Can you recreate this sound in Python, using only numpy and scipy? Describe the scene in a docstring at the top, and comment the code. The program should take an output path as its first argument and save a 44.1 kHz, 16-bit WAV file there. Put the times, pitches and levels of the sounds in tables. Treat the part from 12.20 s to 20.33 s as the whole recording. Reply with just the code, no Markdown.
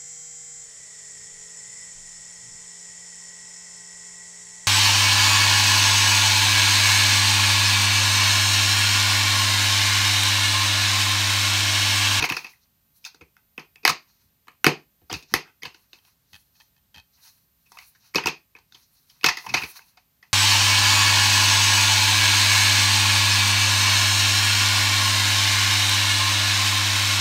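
"""A hand shuts, drops, turns and opens thin plastic disc cases on a carpet, near a small camera.
Over steady hiss, rumble and a thin whine, dull bumps shake the floor and skin and sleeve rub.
Snaps and knocks, each a rattle of contacts ringing the shell, echo in a furnished room, loudest at
1.7, 2.5 and 3.1 s. From 3.8 to 4.8 s the closed case creaks as gripping fingers stick and slip.
Clatter returns near 6 and 7 s, then thins to light taps. The camera rounds the loudest peaks."""
import sys
import numpy as np
from scipy import signal
from scipy.fft import rfft, irfft
from scipy.io import wavfile
from scipy.ndimage import uniform_filter1d

SR = 44100
rng = np.random.default_rng(int(sys.argv[2]) if len(sys.argv) > 2 else 0)


def output_pcm(signal):
    """Save a mono or channel-first signal as 16-bit PCM at the path in sys.argv[1].

    Samples are clipped to [-1, 1] before scaling.
    """
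    pcm = np.clip(np.atleast_2d(signal).T, -1, 1) * 32767
    wavfile.write(sys.argv[1], SR, np.round(pcm).astype(np.int16))


N = 358533


def undb(db):
    return 10 ** (np.asarray(db) / 20)


def unit_rms(x):
    return x / np.sqrt(np.mean(x ** 2, axis=-1, keepdims=True))


def on_log_hz(hz, table):
    table_hz, values = np.transpose(table)
    return np.interp(np.log(hz + 1), np.log(table_hz), values)


def ring(x, modes, gains=None):
    """Rows of x through parallel resonances; default gains alternate in sign."""
    mode_hz, width_hz, db = np.transpose(modes)[:, :, None]
    ratio = (np.fft.rfftfreq(x.shape[-1], 1 / SR) + 1e-9) / mode_hz
    responses = undb(db) / (1 + 1j * mode_hz / width_hz * (ratio - 1 / ratio))
    if gains is None:
        gains = (-1.) ** np.arange(len(modes))
    return irfft(rfft(x) * (gains @ responses), x.shape[-1])


def wander(rate_hz):
    """Random steps, smoothed twice; spread near 1."""
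    hold = int(SR / rate_hz)
    steps = np.repeat(rng.standard_normal(N // hold + 1), hold)
    return 1.6 * uniform_filter1d(uniform_filter1d(steps, hold), hold)[:N]


def place(start_s, rows):
    """Sums rows into one track at their start times."""
    track = np.zeros(N + rows.shape[1])
    first = (np.clip(start_s, 0, None) * SR).astype(int)
    np.add.at(track, first + np.arange(rows.shape[1]), rows)
    return track[:N]


# Noise spectrum: freq_hz, relative_density_db
HISS_SPECTRUM = [(26, -33), (45, 1.5), (166, -1.5), (251, -8.5), (338, -15.5), (1340, -18.5), (2240, -19),
                 (3850, -19), (8040, -22), (12200, -22.5), (13100, -13.5), (16000, -30.5)]


def camera_noise(hiss_db=-69, whine_db=-71.5, whine_hz=13500):
    """Hiss and rumble, plus an electronic whine of wavering level."""
    shape = undb(on_log_hz(np.fft.rfftfreq(N, 1 / SR), HISS_SPECTRUM))
    hiss = unit_rms(irfft(rfft(rng.standard_normal(N)) * shape, N))
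    whine = np.sqrt(2) * np.sin(2 * np.pi * whine_hz * np.arange(N) / SR) * undb(1.5 * wander(6))
    return undb(hiss_db) * hiss + undb(whine_db) * whine


# Floor modes: freq_hz, width_hz, gain_db
FLOOR_MODES = [(58, 27, 2), (108, 160, 2.5)]
# Soft pushes: start_s, level_db, length_ms
BUMPS = [(0, -35.5, 20), (0.1, -40, 29), (0.99, -57.5, 59), (1.648, -52, 97), (1.98, -71, 130),
         (2.811, -60, 38), (2.899, -41.5, 76), (3.117, -39.5, 51), (3.431, -53.5, 71), (4.118, -58.5, 47),
         (4.741, -57.5, 66), (5.952, -45, 29), (6.041, -40.5, 30), (7.04, -43, 61), (7.258, -46, 147),
         (7.41, -45.5, 45)]


def bumps(size=16384):
    """Dull pushes shake the floor under the carpet."""
    start_s, level_db, length_ms = np.transpose(BUMPS)[:, :, None]
    t_ms = np.arange(size) / SR * 1000
    push = rng.standard_normal((len(BUMPS), size)) * np.sin(np.pi * np.clip(t_ms / length_ms, 0, 1))
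    shake = unit_rms(ring(ring(push, FLOOR_MODES), FLOOR_MODES))
    return place(start_s, undb(level_db) * np.sqrt(length_ms / t_ms[-1]) * shake)


# Friction peaks, mid (grit) and high (sheen): freq_hz, width_hz, gain_db
GRIT_PEAKS = [(4270, 440, 1.5), (5840, 900, -2.5), (6770, 270, -6), (3700, 450, -6)]
SHEEN_PEAKS = [(11200, 2500, -2.5), (12200, 1300, 2.5), (15000, 7500, -6.5)]
# Case wall and catch modes, rubbed or knocked: freq_hz, width_hz, gain_db
SHELL_MODES = [(730, 54, -3), (941.7, 99, 2), (1160, 240, 0), (1458, 210, 1), (1652, 210, 0),
               (1960, 160, 0), (2180, 170, -1.5), (2525, 130, 3.5), (2723, 290, -1.5), (3110, 210, -3.5)]
# Skin and cloth strokes: centre_s, length_ms, grit_db, dryness_db
STROKES = [(0.008, 31, -31, -13.5), (0.054, 20, -34, 0.5), (0.139, 163, -45, -3.5), (0.3, 62, -64.5, 9),
           (0.428, 57, -74.5, 4), (0.77, 44, -65.5, 6.5), (0.868, 32, -47.5, 4.5), (1.9, 230, -69, -3),
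           (2.04, 113, -73, 4.5), (2.982, 72, -54.5, -2.5), (3.126, 42, -52.5, -6.5), (3.6, 148, -66, -2),
           (3.77, 78, -65, -1.5), (3.88, 79, -61.5, -1.5), (4.17, 131, -67, 6.5), (4.4, 160, -69.5, 5),
           (5.07, 141, -55, 2.5), (5.62, 190, -59, 4.5), (5.863, 110, -61, -2.5), (6.599, 120, -63.5, 1.5),
           (6.78, 150, -67, 6), (6.941, 126, -64, 3.5), (7.23, 310, -55, 2), (7.397, 195, -44.5, -4.5),
           (7.51, 164, -57.5, 8), (7.57, 33, -44.5, 1.5), (7.68, 60, -65, 4), (8.07, 42, -73.5, -6)]


def rubbing(slips_per_s=120, slip_db=20, step=64):
    """Stick-slip grit swells and fades; drier strokes have more sheen and less shell."""
    centre_s, length_ms, grit_db, dryness_db = np.transpose(STROKES)[:, :, None]
    t = np.arange(N // step + 1) * step / SR
    swell = 1 / (1 + ((t - centre_s) / (length_ms / 2000)) ** 2) ** 1.4
    slips = undb(slip_db) * rng.standard_normal(N) * (rng.random(N) < slips_per_s / SR)
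    rub = 0
    for modes, level_db, slip_share in ((GRIT_PEAKS, grit_db, .25),
                                        (SHEEN_PEAKS, grit_db - 2.5 + dryness_db, .3),
                                        (SHELL_MODES, grit_db - 6 - .64 * dryness_db, 1)):
        grit = rng.standard_normal(N) * undb(.57 * rng.exponential(size=N) + 2.5 * wander(40))
        envelope = np.sqrt(np.sum((undb(level_db) * swell) ** 2, axis=0))
        rub += np.repeat(envelope, step)[:N] * unit_rms(ring(grit + slip_share * slips, modes))
    return rub


# Modes of flexing lids, rims and ribs, contact spot: freq_hz, width_hz, gain_db
LID_MODES = [(154, 12, -0.5), (232, 55, -4), (326, 100, -0.5), (464, 49, -0.5), (610, 10, -14)]
EDGE_MODES = [(3640, 390, -5), (4710, 536, 0), (5720, 766, 1), (5790, 600, -0.5), (6408, 350, -9.5)]
CRACK_MODES = [(8340, 690, -10), (10300, 300, 1), (11840, 1000, 3.5), (15100, 1400, -6.5)]
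# Snaps and knocks: start_s, shell_db, pitch_hz, thud_re_shell_db, edge_re_shell_db, rattle_ms
KNOCKS = [(0.0229, -17.5, 2480, -8.5, -7, 4.54), (0.0393, -18.5, 2200, -22.5, -8.5, 6.3),
          (0.09, -27.5, 2300, -39, -6, 5.9), (0.0992, -21, 2410, -19, -10, 2.7),
          (0.106, -33, 1070, 1.5, -5, 5.5), (0.121, -22, 2560, -35, -13, 4.2),
          (0.1664, -24, 2510, -17.5, -4, 3.76), (0.2434, -33, 2370, -18, -10.5, 5.4),
          (0.2661, -40.5, 2560, -30.5, -6, 3.8), (0.333, -55, 2020, -23, -14, 2.8),
          (0.842, -46, 2490, -30, -4, 3.76), (0.8492, -37, 2480, -34.5, 2, 4.6),
          (0.86, -46.5, 1500, -30, 6.5, 7), (0.9444, -54, 1340, -3, 1.5, 4.4),
          (1.0093, -47, 2330, -1, -11.5, 7.5), (1.1672, -49.5, 1420, -36, -16, 0.46),
          (1.3785, -29, 1307, -8, -19, 1.37), (1.3948, -44, 2550, -8.5, -2, 3.5),
          (1.5574, -46.5, 2500, -18, -15, 2.95), (1.631, -49, 2560, -0.5, -7, 8.3),
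          (1.651, -8.5, 2084, -17, -5, 1.5), (1.6774, -11.5, 2130, -22, -3.5, 1.29),
          (1.6913, -19.5, 1160, -12, -3.5, 9.3), (2.27, -55.5, 1027, -11.5, -12.5, 3.3),
          (2.2812, -41, 1085, -15.5, -16.5, 3), (2.316, -58, 1243, -21, -11.5, 2.8),
          (2.4439, -10, 2740, -15, -8, 0.74), (2.4656, -7.5, 738, -1, -7.5, 1.78),
          (2.8168, -62, 730, 6, -16, 1.0), (2.8975, -34.5, 747, -10.5, -4, 7.1),
          (2.9109, -34, 3200, -3.5, -9, 8.3), (2.9264, -30.5, 2380, -6, 1, 3.4),
          (2.9382, -31, 2646, -9.5, -0.5, 6.2), (3.0241, -53.5, 2630, -4, 2, 7.8),
          (3.1392, -11, 2020, -8.5, -4.5, 0.44), (3.259, -52, 1380, -12, -22, 32),
          (3.42, -42.5, 1996, -13.5, -4.5, 7.1), (3.4324, -31.5, 3070, -13.5, -6, 1.7),
          (3.452, -33, 2850, -14, -4.5, 6.7), (3.544, -49.5, 2904, -9, -1.5, 4.7),
          (3.7309, -45.5, 2634, -12, 0, 2.93), (5.459, -62.5, 2400, -19.5, -7, 12),
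          (5.5186, -47.5, 933, -21.5, -3.5, 4.4), (5.545, -54, 940, -27, -9, 14),
          (5.5712, -41, 2390, -36, -14, 1.53), (5.587, -39.5, 2220, -35, -5.5, 2.3),
          (5.61, -54, 2380, -28, -12, 16), (5.75, -58.5, 1656, -19.5, -10.5, 9),
          (5.94, -41, 1960, -15.5, -7.5, 3), (5.9464, -25, 1290, -7, -14, 4.3),
          (5.9562, -18.5, 2560, -2, 0, 4.07), (5.9804, -21.5, 1320, -12.5, -18, 4.1),
          (6.037, -30.5, 1820, -22, -14, 3.7), (6.058, -22, 1013, -7, -2.5, 3.3),
          (6.0687, -18, 2560, -11, -7.5, 5.36), (6.085, -32, 2990, -7, 0.5, 3),
          (6.0999, -42, 2500, -6.5, 3.5, 2.3), (6.351, -42, 2346, -11.5, -23, 1.7),
          (6.3637, -55, 1698, -12.5, -6, 4.9), (6.3856, -55, 1000, -14, -4, 3.5),
          (6.5228, -54, 1500, -12.5, 6, 1.33), (6.545, -48.5, 3330, -15, 1, 6.5),
          (6.896, -57, 3220, -26, 3, 8.3), (7.0112, -46.5, 2560, -25, -6, 1.9),
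          (7.0324, -32.5, 2580, -14, -14, 2.3), (7.0421, -12, 2030, -11, -4, 3.5),
          (7.0605, -15, 2646, -30, -2, 5.84), (7.085, -17, 1960, -28, -3.5, 6.9),
          (7.1705, -28, 1960, -22, -5, 4.2), (7.185, -41.5, 1960, -26, 3, 2.5),
          (7.241, -44, 943, -18, -12, 9), (7.263, -31, 940, -18, -13, 4.6),
          (7.2885, -33.5, 2560, -39, -5.5, 9.7), (7.3391, -16, 2310, -15.5, -5, 7.8),
          (7.3667, -23.5, 2680, -27, -8, 12), (7.4187, -28.5, 2540, -38, -20, 5.6),
          (7.4344, -30, 2320, -12.5, -5.5, 6), (7.5919, -43.5, 983, -23.5, -17.5, 1.9),
          (7.617, -56, 2600, -22, -10, 4.9), (7.7709, -51.5, 787, -27.5, -4, 6.6),
          (8.0266, -46.5, 1835, -22.5, -9.5, 3.76)]


def knocks(focus_oct=.13, scatter_db=3.5, ring_ms=3.3, size=4096):
    """Spiky bursts of contacts ring the case. Returns the direct sound and the room feed."""
    start_s, shell_db, pitch_hz, thud_db, edge_db, rattle_ms = np.transpose(KNOCKS)[:, :, None]
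    t_ms = np.arange(size) / SR * 1000
    draws = rng.standard_normal((len(KNOCKS), 2 * size + 64))
    noise, spikes, scatter = np.split(draws, [size, 2 * size], axis=1)
    rise_ms = .15 + .04 * rattle_ms ** 2  # long scrapes start softly
    attack = 1 - np.exp(-(t_ms / rise_ms) ** 2)
    decay = np.exp(-(t_ms / (1.2 * rattle_ms + rise_ms)) ** 2)
    burst = noise * undb(4.4 * spikes) * attack * decay
    impulse = np.tile(np.arange(size) == 0, (len(KNOCKS), 1))
    crack_db = -10.5 + .46 * edge_db - 3 * np.log2(rattle_ms)
    focus_db = 7 - .36 * shell_db  # light taps hollow, hard snaps broad
    direct = diffuse = 0
    for modes, part_db in ((LID_MODES, thud_db), (SHELL_MODES, 0),
                           (EDGE_MODES, edge_db), (CRACK_MODES, crack_db)):
        modes = np.array(modes)
        signs = (-1.) ** np.arange(len(modes))
        boost_db = focus_db * np.exp(-(np.log2(modes[:, 0] / pitch_hz) / focus_oct) ** 2)
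        mode_scatter, scatter = np.split(scatter, [len(modes)], axis=1)
        gains = signs * undb(boost_db + scatter_db * mode_scatter)
        direct += undb(part_db) * unit_rms(ring(burst, modes, gains))
        merged_modes = modes * [1, 1.8, 1]  # heard from all sides, modes widen and even out
        diffuse += undb(part_db) * unit_rms(ring(impulse, merged_modes, signs * undb(.4 * boost_db)))
    gate = t_ms < t_ms[-1] / 2
    strength = undb(shell_db - 1) * np.sqrt((rattle_ms + ring_ms) / t_ms[-1]) * gate
    return (place(start_s - .65 * rise_ms / 1000, strength * direct),
            place(start_s + rattle_ms / 2000, strength * diffuse))


# Furnished room decay: freq_hz, t60_s
ROOM_DECAY = [(60, 0.11), (200, 0.22), (1000, 0.18), (4000, 0.22), (14000, 0.11)]


def room(x, level_db=-7.5, rise_ms=2.2):
    """Diffuse echoes build up quickly and die by octave band."""
    t = np.arange(int(.8 * SR)) / SR
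    hz = np.fft.rfftfreq(len(t), 1 / SR)
    white = rfft(rng.standard_normal(len(t)))
    tail = 0
    for centre_hz in 40 * 2. ** np.arange(9):
        band = np.clip(1 - abs(np.log2((hz + 1) / centre_hz)), 0, 1)
        tail += irfft(white * band, len(t)) * undb(-60 * t / on_log_hz(centre_hz, ROOM_DECAY))
    tail *= 1 - np.exp(-(t * 1000 / rise_ms) ** 2)
    return undb(level_db) * signal.fftconvolve(x, tail / np.sqrt(np.sum(tail ** 2)))[:N]


# Modes of the case held shut: freq_hz, width_hz, gain_db
GRIPPED_MODES = [(846, 95, -2), (1786, 170, -2.5), (2560, 77, 1.5), (3170, 90, 3.5), (3960, 470, -8),
                 (4585, 364, -4), (6180, 900, -12.5), (12400, 2000, -21)]
# Grip creaks: start_s, length_ms, level_db
CREAKS = [(3.785, 8, -58.5), (3.848, 8, -60), (4.13, 29, -45.5), (4.352, 20, -64), (4.399, 21.5, -53),
          (4.562, 24.9, -63), (4.742, 64, -46)]


def creaks(slip_ms=6.8, stick_ms=10, fade_db=5.5, scatter_db=1.5, max_slips=10, size=2048):
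    """Fingers stick and slip at uneven gaps with fading force; each slip rings the closed case."""
    start_s, length_ms, level_db = np.transpose(CREAKS)[:, :, None]
    jitter, scatter = np.split(rng.standard_normal((len(CREAKS), 2 * max_slips)), 2, axis=1)
    waits_ms = stick_ms * np.exp(.2 * jitter)
    onset_ms = np.cumsum(waits_ms, axis=1) - waits_ms
    progress = onset_ms / length_ms
    force = undb(level_db - fade_db * progress ** 2 + scatter_db * scatter) * (progress < 1)
    t_ms = np.arange(size) / SR * 1000
    slips = rng.standard_normal((force.size, size)) * np.sin(np.pi * np.clip(t_ms / slip_ms, 0, 1))
    ringing = unit_rms(ring(slips, GRIPPED_MODES)) * (t_ms < .75 * t_ms[-1])
    strength = force.reshape(-1, 1) * np.sqrt(slip_ms / t_ms[-1])
    return place((start_s + onset_ms / 1000).reshape(-1, 1), strength * ringing)


def scene():
    """Mono mix; only knocks and creaks feed the room."""
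    direct, diffuse = knocks()
    grip = creaks()
    echoes = room(diffuse + undb(-6) * grip)  # the hand shades the creaks
    return (direct + grip + echoes + bumps() + rubbing() + camera_noise())[None]


def record(dry, ceiling=1.8, cutoff_hz=16000):
    """Camera input: soft saturation, then a steep low-pass."""
    lowpass = signal.ellip(12, .3, 100, cutoff_hz, fs=SR, output="sos")
    return signal.sosfilt(lowpass, ceiling * np.tanh(dry / ceiling))


dry = scene()
out = record(dry)
output_pcm(out)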